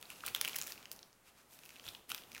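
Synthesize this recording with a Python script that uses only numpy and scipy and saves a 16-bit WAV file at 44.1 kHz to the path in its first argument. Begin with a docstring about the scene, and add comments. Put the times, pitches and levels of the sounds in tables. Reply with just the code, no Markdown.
"""A hand lifts a flat foil balloon by its plastic tab in a small room: the film slides and rustles,
and its creases snap one by one, each with a sharp crack and a brief ring, among a few hollow pocks.
After about a second the hand holds the balloon, and little is left but faint rustles and quiet air.
From about 1.6 s it lays the balloon back on the table, and the snaps and pocks return.
Throughout, tiny crackles follow the sliding, over the hand's dull rub and its soft bumps on the table."""
import sys
import numpy as np
from scipy import signal
from scipy.fft import rfft, irfft
from scipy.io import wavfile

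SR = 44100
rng = np.random.default_rng(int(sys.argv[2]) if len(sys.argv) > 2 else 0)


def transcribe(signal):
    """Save signal, clipped to [-1, 1], as a 16-bit WAV file at the path in sys.argv[1]."""
    frames = np.atleast_2d(signal).T
    limited = np.clip(frames, -1, 1)
    pcm = np.round(limited * 32767).astype(np.int16)
    wavfile.write(sys.argv[1], SR, pcm)


N = 105840
T = np.arange(N) / SR
SNAP_SAMPLES, SNAP_SPAN_S = 600, .003
CRACK_LOW_HZ, CRACK_HIGH_HZ, SIZZLE_HZ, CUTOFF_HZ = 1610, 6680, 9100, 16600


# Each crease that snaps: t/s, ring f/Hz, ring level/dB, crack level/dB, sizzle level/dB
CREASE_SNAPS = [(0.0131, 3200, -62, -68, -53.5), (0.0268, 2830, -53, -47.5, -52),
                (0.055, 4070, -54, -72, -71), (0.1027, 2710, -46, -55, -47.5),
                (0.2066, 2800, -52.5, -54, -69), (0.2503, 3600, -56.0, -61, -53.0),
                (0.2637, 3300, -40.5, -54, -34), (0.2697, 4350, -45.5, -49, -43),
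                (0.2784, 2980, -51.0, -56, -48), (0.2802, 2480, -41, -48, -45.0),
                (0.285, 4050.0, -52, -46, -45), (0.3486, 3430, -29, -39.5, -34.5),
                (0.3618, 5470.0, -44.0, -39, -42), (0.4127, 3250, -31.5, -30, -29),
                (0.4255, 3180, -51, -57, -57), (0.4438, 2240.0, -44, -59, -59),
                (0.4486, 2980, -32.5, -35.5, -38.5), (0.4553, 2930.0, -37.5, -48, -47),
                (0.4772, 2640, -36.5, -46, -43), (0.4793, 2430, -41, -46, -39.5),
                (0.486, 7150.0, -44.5, -51, -46.0), (0.495, 3230.0, -46, -48, -46),
                (0.532, 3100.0, -46.5, -49.0, -60.0), (0.5448, 2250, -44.5, -49, -52.0),
                (0.558, 1770.0, -46.5, -45, -40.5), (0.5619, 4300, -48, -38.5, -32),
                (0.5669, 3360.0, -51, -45, -44), (0.5845, 7000, -48, -48.0, -49.0),
                (0.587, 6760, -53, -41.5, -36.5), (0.593, 6720.0, -54, -54, -52),
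                (0.6016, 5430, -54.0, -48.0, -59), (0.6147, 6980.0, -39, -40.0, -45.0),
                (0.6227, 6940, -41, -44, -43.0), (0.6336, 7100, -52.0, -48, -55),
                (0.6404, 5860.0, -57.0, -58, -51), (0.6665, 2400, -51, -56, -47),
                (0.6714, 6930.0, -50, -57, -42.5), (0.6788, 1770, -49, -54, -49),
                (0.7047, 1870, -54, -65, -48), (0.7214, 4800, -46, -46, -47),
                (0.7571, 2450, -56, -64, -68.0), (0.7781, 2660, -53, -59, -64),
                (0.828, 5680.0, -56.5, -54, -71.0), (0.8558, 2920, -49, -49.5, -65),
                (0.9155, 4620, -47.5, -47.5, -41), (0.963, 5770.0, -57, -65.0, -57),
                (0.9913, 4100, -52.5, -60, -66), (0.9915, 5600, -57, -66, -76),
                (1.029, 5600.0, -52.5, -65, -78), (1.0302, 4100, -58, -57, -78),
                (1.1294, 6030.0, -66, -66, -81), (1.5899, 4260.0, -75, -56.5, -58),
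                (1.6353, 2570, -61, -57, -65.0), (1.6539, 2750, -64, -65, -53.5),
                (1.6602, 2770, -55.5, -57, -59), (1.692, 2710.0, -57.5, -55, -58),
                (1.705, 2450.0, -59, -57, -66), (1.7583, 2780, -54.5, -62, -69.0),
                (1.7639, 2600, -55, -60, -68), (1.797, 3100.0, -50, -54, -68.0),
                (1.841, 3140.0, -56, -58.0, -62), (1.8549, 3300, -52, -64, -62),
                (1.8656, 3470, -54.0, -50, -59.0), (1.8793, 3340, -44.5, -55, -56),
                (1.8869, 3700, -43.5, -62, -50), (1.8889, 3570, -45.5, -46.5, -58.5),
                (1.9493, 3100, -48, -51.5, -70), (1.952, 2970.0, -54, -64, -68.0),
                (2.094, 2840.0, -53, -56.0, -45.5), (2.1017, 2390, -46, -48, -42.0),
                (2.1073, 2840.0, -45.5, -55.0, -58), (2.1161, 2610, -48, -44, -55),
                (2.1178, 3050, -40, -40.5, -43), (2.1468, 3600.0, -48, -40, -40),
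                (2.1791, 2030, -53, -48.0, -57), (2.1842, 2800.0, -53.0, -59.0, -63.0),
                (2.2207, 2840.0, -57, -61, -70.0), (2.2365, 3200, -57.5, -64.0, -64),
                (2.3178, 2480, -50.5, -54.5, -57), (2.3303, 5750, -59, -59, -71.0),
                (2.3487, 2450.0, -47.5, -49.0, -49), (2.3574, 2420, -47, -56, -70),
                (2.3651, 1860, -50, -52.0, -69.0), (2.3792, 2100, -53, -48, -59)]

def creases(bands):
    """Creases snap one by one; each sits at another spot, so each gets its own room echo."""
    out = np.zeros(N)
    for s, *voice in CREASE_SNAPS:
        add(out, s, room(snap(bands, *voice)))
    return out


def snap(bands, hz, ring_db, crack_db, sizzle_db):
    """One crease flips: the film rings and cracks, and a high sizzle flutters out."""
    crack_band, sizzle_band = bands
    t = T[:SNAP_SAMPLES]
    overtone = film_ring(hz * 1.36, start_turn=rng.random())
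    ring = film_ring(hz) + from_db(-13) * overtone
    fade = np.exp(-t / .00045) + from_db(-16) * np.exp(-t / .002)   # a fast drop, then a softer flutter
    roughness, hiss = rng.standard_normal((2, SNAP_SAMPLES)) * fade
    crack = signal.sosfilt(crack_band, film_crack(roughness))
    sizzle = signal.sosfilt(sizzle_band, hiss)
    return at_level(ring, ring_db) + at_level(crack, crack_db) + at_level(sizzle, sizzle_db)


def film_ring(hz, rise_cycles=1.25, start_turn=0):
    """The film vibrates at one pitch: it swells and is gone a few cycles later."""
    turns = hz * np.arange(SNAP_SAMPLES) / SR
    tone = np.sin(2 * np.pi * (turns + start_turn))
    return tone * turns / rise_cycles * np.exp(-turns / rise_cycles)


def film_crack(roughness):
    """A sharp click, roughened with noise, and its weaker bounce off the table."""
    t = T[:SNAP_SAMPLES]
    delay_s = rng.uniform(.0005, .0013)
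    click = rms_one(bending_wave()) * rng.choice([-1, 1])
    direct = click + from_db(-4) * rms_one(roughness)
    bounce = np.interp(t - delay_s, t, direct, left=0)
    return direct + from_db(-8) * bounce


def bending_wave(spread_s=0.000795):
    """High ripples cross the film faster than low ones, smearing a click into a tiny falling sweep."""
    hz = np.fft.rfftfreq(SNAP_SAMPLES, 1 / SR)
    first, last = CRACK_HIGH_HZ ** -.5, CRACK_LOW_HZ ** -.5   # travel time goes as 1 / sqrt(frequency)
    turns = spread_s / (last - first) * (2 * np.sqrt(hz) - first * hz)
    spectrum = np.exp(-2j * np.pi * turns) / np.sqrt(1 + (hz / CRACK_HIGH_HZ) ** 8)
    sweep = np.roll(irfft(spectrum, SNAP_SAMPLES), 6)
    return sweep * np.linspace(1, 0, SNAP_SAMPLES) ** 2


# Each time a wide panel of film buckles: t/s, level/dB
PANEL_POCKS = [(.2375, -40.5), (.2768, -45), (.3484, -46), (.4133, -50), (.5565, -54), (2.1016, -49.5),
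               (2.1165, -41), (2.3785, -53)]

def pocks():
    """A wide panel of the film buckles with a hollow pock that echoes in the room."""
    out = np.zeros(N)
    for s, db in PANEL_POCKS:
        pock = film_ring(hz=1360, rise_cycles=0.94)
        add(out, s, room(at_level(pock, db)))
    return out


# Each slide of the film: peak t/s, half length t/s, relative level/dB, treble tilt/(dB per octave)
FILM_SLIDES = [(.04, 0.034, -59.5, -4), (0.116, 0.024, -48, -0.5), (0.177, 0.18, -53.5, 2.5),
               (0.272, 0.034, -43, -1), (0.36, 0.02, -41.5, 1), (0.465, 0.078, -46, -1),
               (0.573, 0.092, -47.5, 2), (0.697, 0.041, -44.5, 3), (0.792, 0.11, -56.5, -1),
               (0.926, 0.0091, -46, 8), (0.982, .06, -66, -2), (1.281, 0.03, -56.5, 0.5),
               (1.392, 0.04, -58.5, 0.5), (1.538, 0.036, -53.5, 5.5), (1.66, 0.11, -58, 3),
               (1.76, 0.078, -56.5, 1), (1.877, 0.042, -47.5, 2.5), (1.942, 0.049, -57.5, 6),
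               (2.112, 0.019, -42, 2.5), (2.172, .04, -52, 7), (2.371, 0.087, -54.5, 2)]
# Tone colour of the sliding film: f/Hz, relative level/dB
RUSTLE_COLOUR = [(150, -16.5), (600, 2.5), (1300, 10), (1900, 3), (2500, 11), (3300, 6), (4500, 3.5),
                 (8000, 0.5), (12000, -1), (14800, -2), (17000, -27.5)]

def rustle(slips_per_s=9000, spread_db=2.5, gain_db=-7.5, samples=20000):
    """The film slides in thousands of tiny slips a second, which blur into a rustle."""
    out = np.zeros(N)
    for s, half_s, db, tilt_db in FILM_SLIDES:
        start = max(s - samples / 2 / SR, 0)
        slips = (rng.random(samples) < slips_per_s / SR) * rng.choice([-1, 1], samples)
        sizes = from_db(spread_db * np.minimum(rng.exponential(1, samples), 5))
        loudness = swell(start + T[:samples], s, half_s, db + gain_db)
        add(out, start, loudness * coloured(slips * sizes, RUSTLE_COLOUR, tilt_db))
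    return out


def crackles(bands, per_s=110, low_hz=1640, high_hz=7200, count=400):
    """Small creases give way at random, as strongly as the film is sliding."""
    out = np.zeros(N)
    times = np.cumsum(rng.exponential(1 / per_s, count))
    motion = np.sqrt(sum(swell(times, *slide[:3]) ** 2 for slide in FILM_SLIDES))
    pitches = low_hz * (high_hz / low_hz) ** rng.random(count)
    levels = -13 + 2 * np.clip(rng.standard_normal(count), -2, 2)   # dB, relative to the motion
    for s, gain, hz, db in zip(times, motion, pitches, levels):
        if s < N / SR:
            add(out, s, gain * snap(bands, hz, ring_db=db, crack_db=db - 5, sizzle_db=db - 8))
    return out


# How loudly the hand rubs: t/s, level/dB
RUB_LOUDNESS = [(0, -64.5), (.12, -66), (.22, -63), (.27, -59), (.33, -60), (.48, -57.5), (.62, -58.5),
                (.76, -62.5), (.89, -66), (.93, -63), (1.08, -69), (1.22, -100), (1.29, -74), (1.47, -71.5),
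                (1.54, -69), (1.8, -67), (1.88, -61.5), (1.97, -62.5), (2.07, -72), (2.11, -59.5),
                (2.26, -64.5), (2.4, -61.5)]
# Tone colour of the rub: f/Hz, relative level/dB
RUB_COLOUR = [(20, -21), (50, -2), (90, -3), (150, 0), (250, 1), (500, 0), (900, -1.5), (1600, -8),
              (4000, -17)]

def hand_rub():
    """The hand rubs on film and cloth: a dull noise that rises and falls."""
    loudness = from_db(np.interp(T, *np.transpose(RUB_LOUDNESS)))
    return loudness * coloured(rng.standard_normal(N), RUB_COLOUR)


# Each nudge of the table: peak t/s, half length t/s, level/dB
TABLE_NUDGES = [(0.133, 0.034, -74), (0.296, 0.037, -63.5), (1.883, 0.036, -67), (2.14, 0.034, -76),
                (2.3, .05, -74)]

def nudges():
    """The table top gives soft, low bumps under the hand."""
    rumble = signal.sosfilt(band(low_hz=55, high_hz=124.6), rng.standard_normal(N))
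    return rms_one(rumble) * sum(swell(T, *nudge) for nudge in TABLE_NUDGES)


# Tone colour of the quiet room: f/Hz, relative level/dB
AIR_COLOUR = [(20, 4.5), (60, 4.5), (250, 4.5), (700, 2), (1500, 0.5), (4000, -8), (10000, -7.5),
              (16000, -11)]

def still_air(level_db=-69):
    """The quiet room is a faint, steady hush."""
    return from_db(level_db) * coloured(rng.standard_normal(N), AIR_COLOUR)


def room(x, fade_s=0.49, build_s=0.001, echo_db=-10):
    """Hard walls add a bright wash of echoes, which drops by 60 dB in fade_s."""
    t = T[:SR // 2]
    tail = rng.standard_normal(len(t)) * from_db(-60 * t / fade_s) * (1 - np.exp(-t / build_s))
    echoes = signal.fftconvolve(x, from_db(echo_db) * tail / np.linalg.norm(tail))
    return (echoes + np.pad(x, (0, len(t) - 1)))[:N]


def from_db(db):
    """Turn decibels into a number to multiply by."""
    return 10 ** (np.asarray(db) / 20)


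def rms_one(x):
    """Scale a sound so that its average strength (rms) is 1."""
    return x / np.sqrt(np.mean(x ** 2) + 1e-20)


def at_level(x, db):
    """Give a short sound the energy of a steady one at this level lasting SNAP_SPAN_S."""
    return from_db(db) * rms_one(x) * np.sqrt(SNAP_SPAN_S * SR / len(x))


def swell(t, peak_s, half_s, db):
    """A movement swells and fades as a bell curve."""
    return from_db(db) * np.exp(-((t - peak_s) / half_s) ** 2)


def coloured(x, colour, tilt_db=0, pivot_hz=5000):
    """Give a sound a tone colour, brighter by tilt_db per octave, at strength 1."""
    octave = np.log2(np.maximum(np.fft.rfftfreq(len(x), 1 / SR), 1))
    hz, db = np.transpose(colour)
    gain = from_db(np.interp(octave, np.log2(hz), db) + tilt_db * (octave - np.log2(pivot_hz)))
    return rms_one(irfft(rfft(x) * gain, len(x)))


def band(low_hz, high_hz):
    """A filter that cuts gently below low_hz and steeply above high_hz."""
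    low_cut = signal.butter(2, low_hz, "high", fs=SR, output="sos")
    high_cut = signal.butter(6, high_hz, "low", fs=SR, output="sos")
    return np.vstack([low_cut, high_cut])


def add(out, s, sound):
    """Mix a sound in, starting at s seconds."""
    i = int(np.clip(s * SR, 0, N - 1))
    out[i:i + len(sound)] += sound[:N - i]


def scene():
    """Foil in the room, over the rub of the hand, the table's bumps and still air."""
    background = hand_rub() + still_air()
    bands = band(CRACK_LOW_HZ, CRACK_HIGH_HZ), band(SIZZLE_HZ, CUTOFF_HZ)
    foil = creases(bands) + pocks() + room(rustle()) + room(crackles(bands))
    return (foil + nudges() + background)[None]


def record(dry):
    """The very highest treble is cut off steeply."""
    return signal.sosfilt(signal.cheby2(18, 60, CUTOFF_HZ, fs=SR, output="sos"), dry)


dry = scene()
out = record(dry)
transcribe(out)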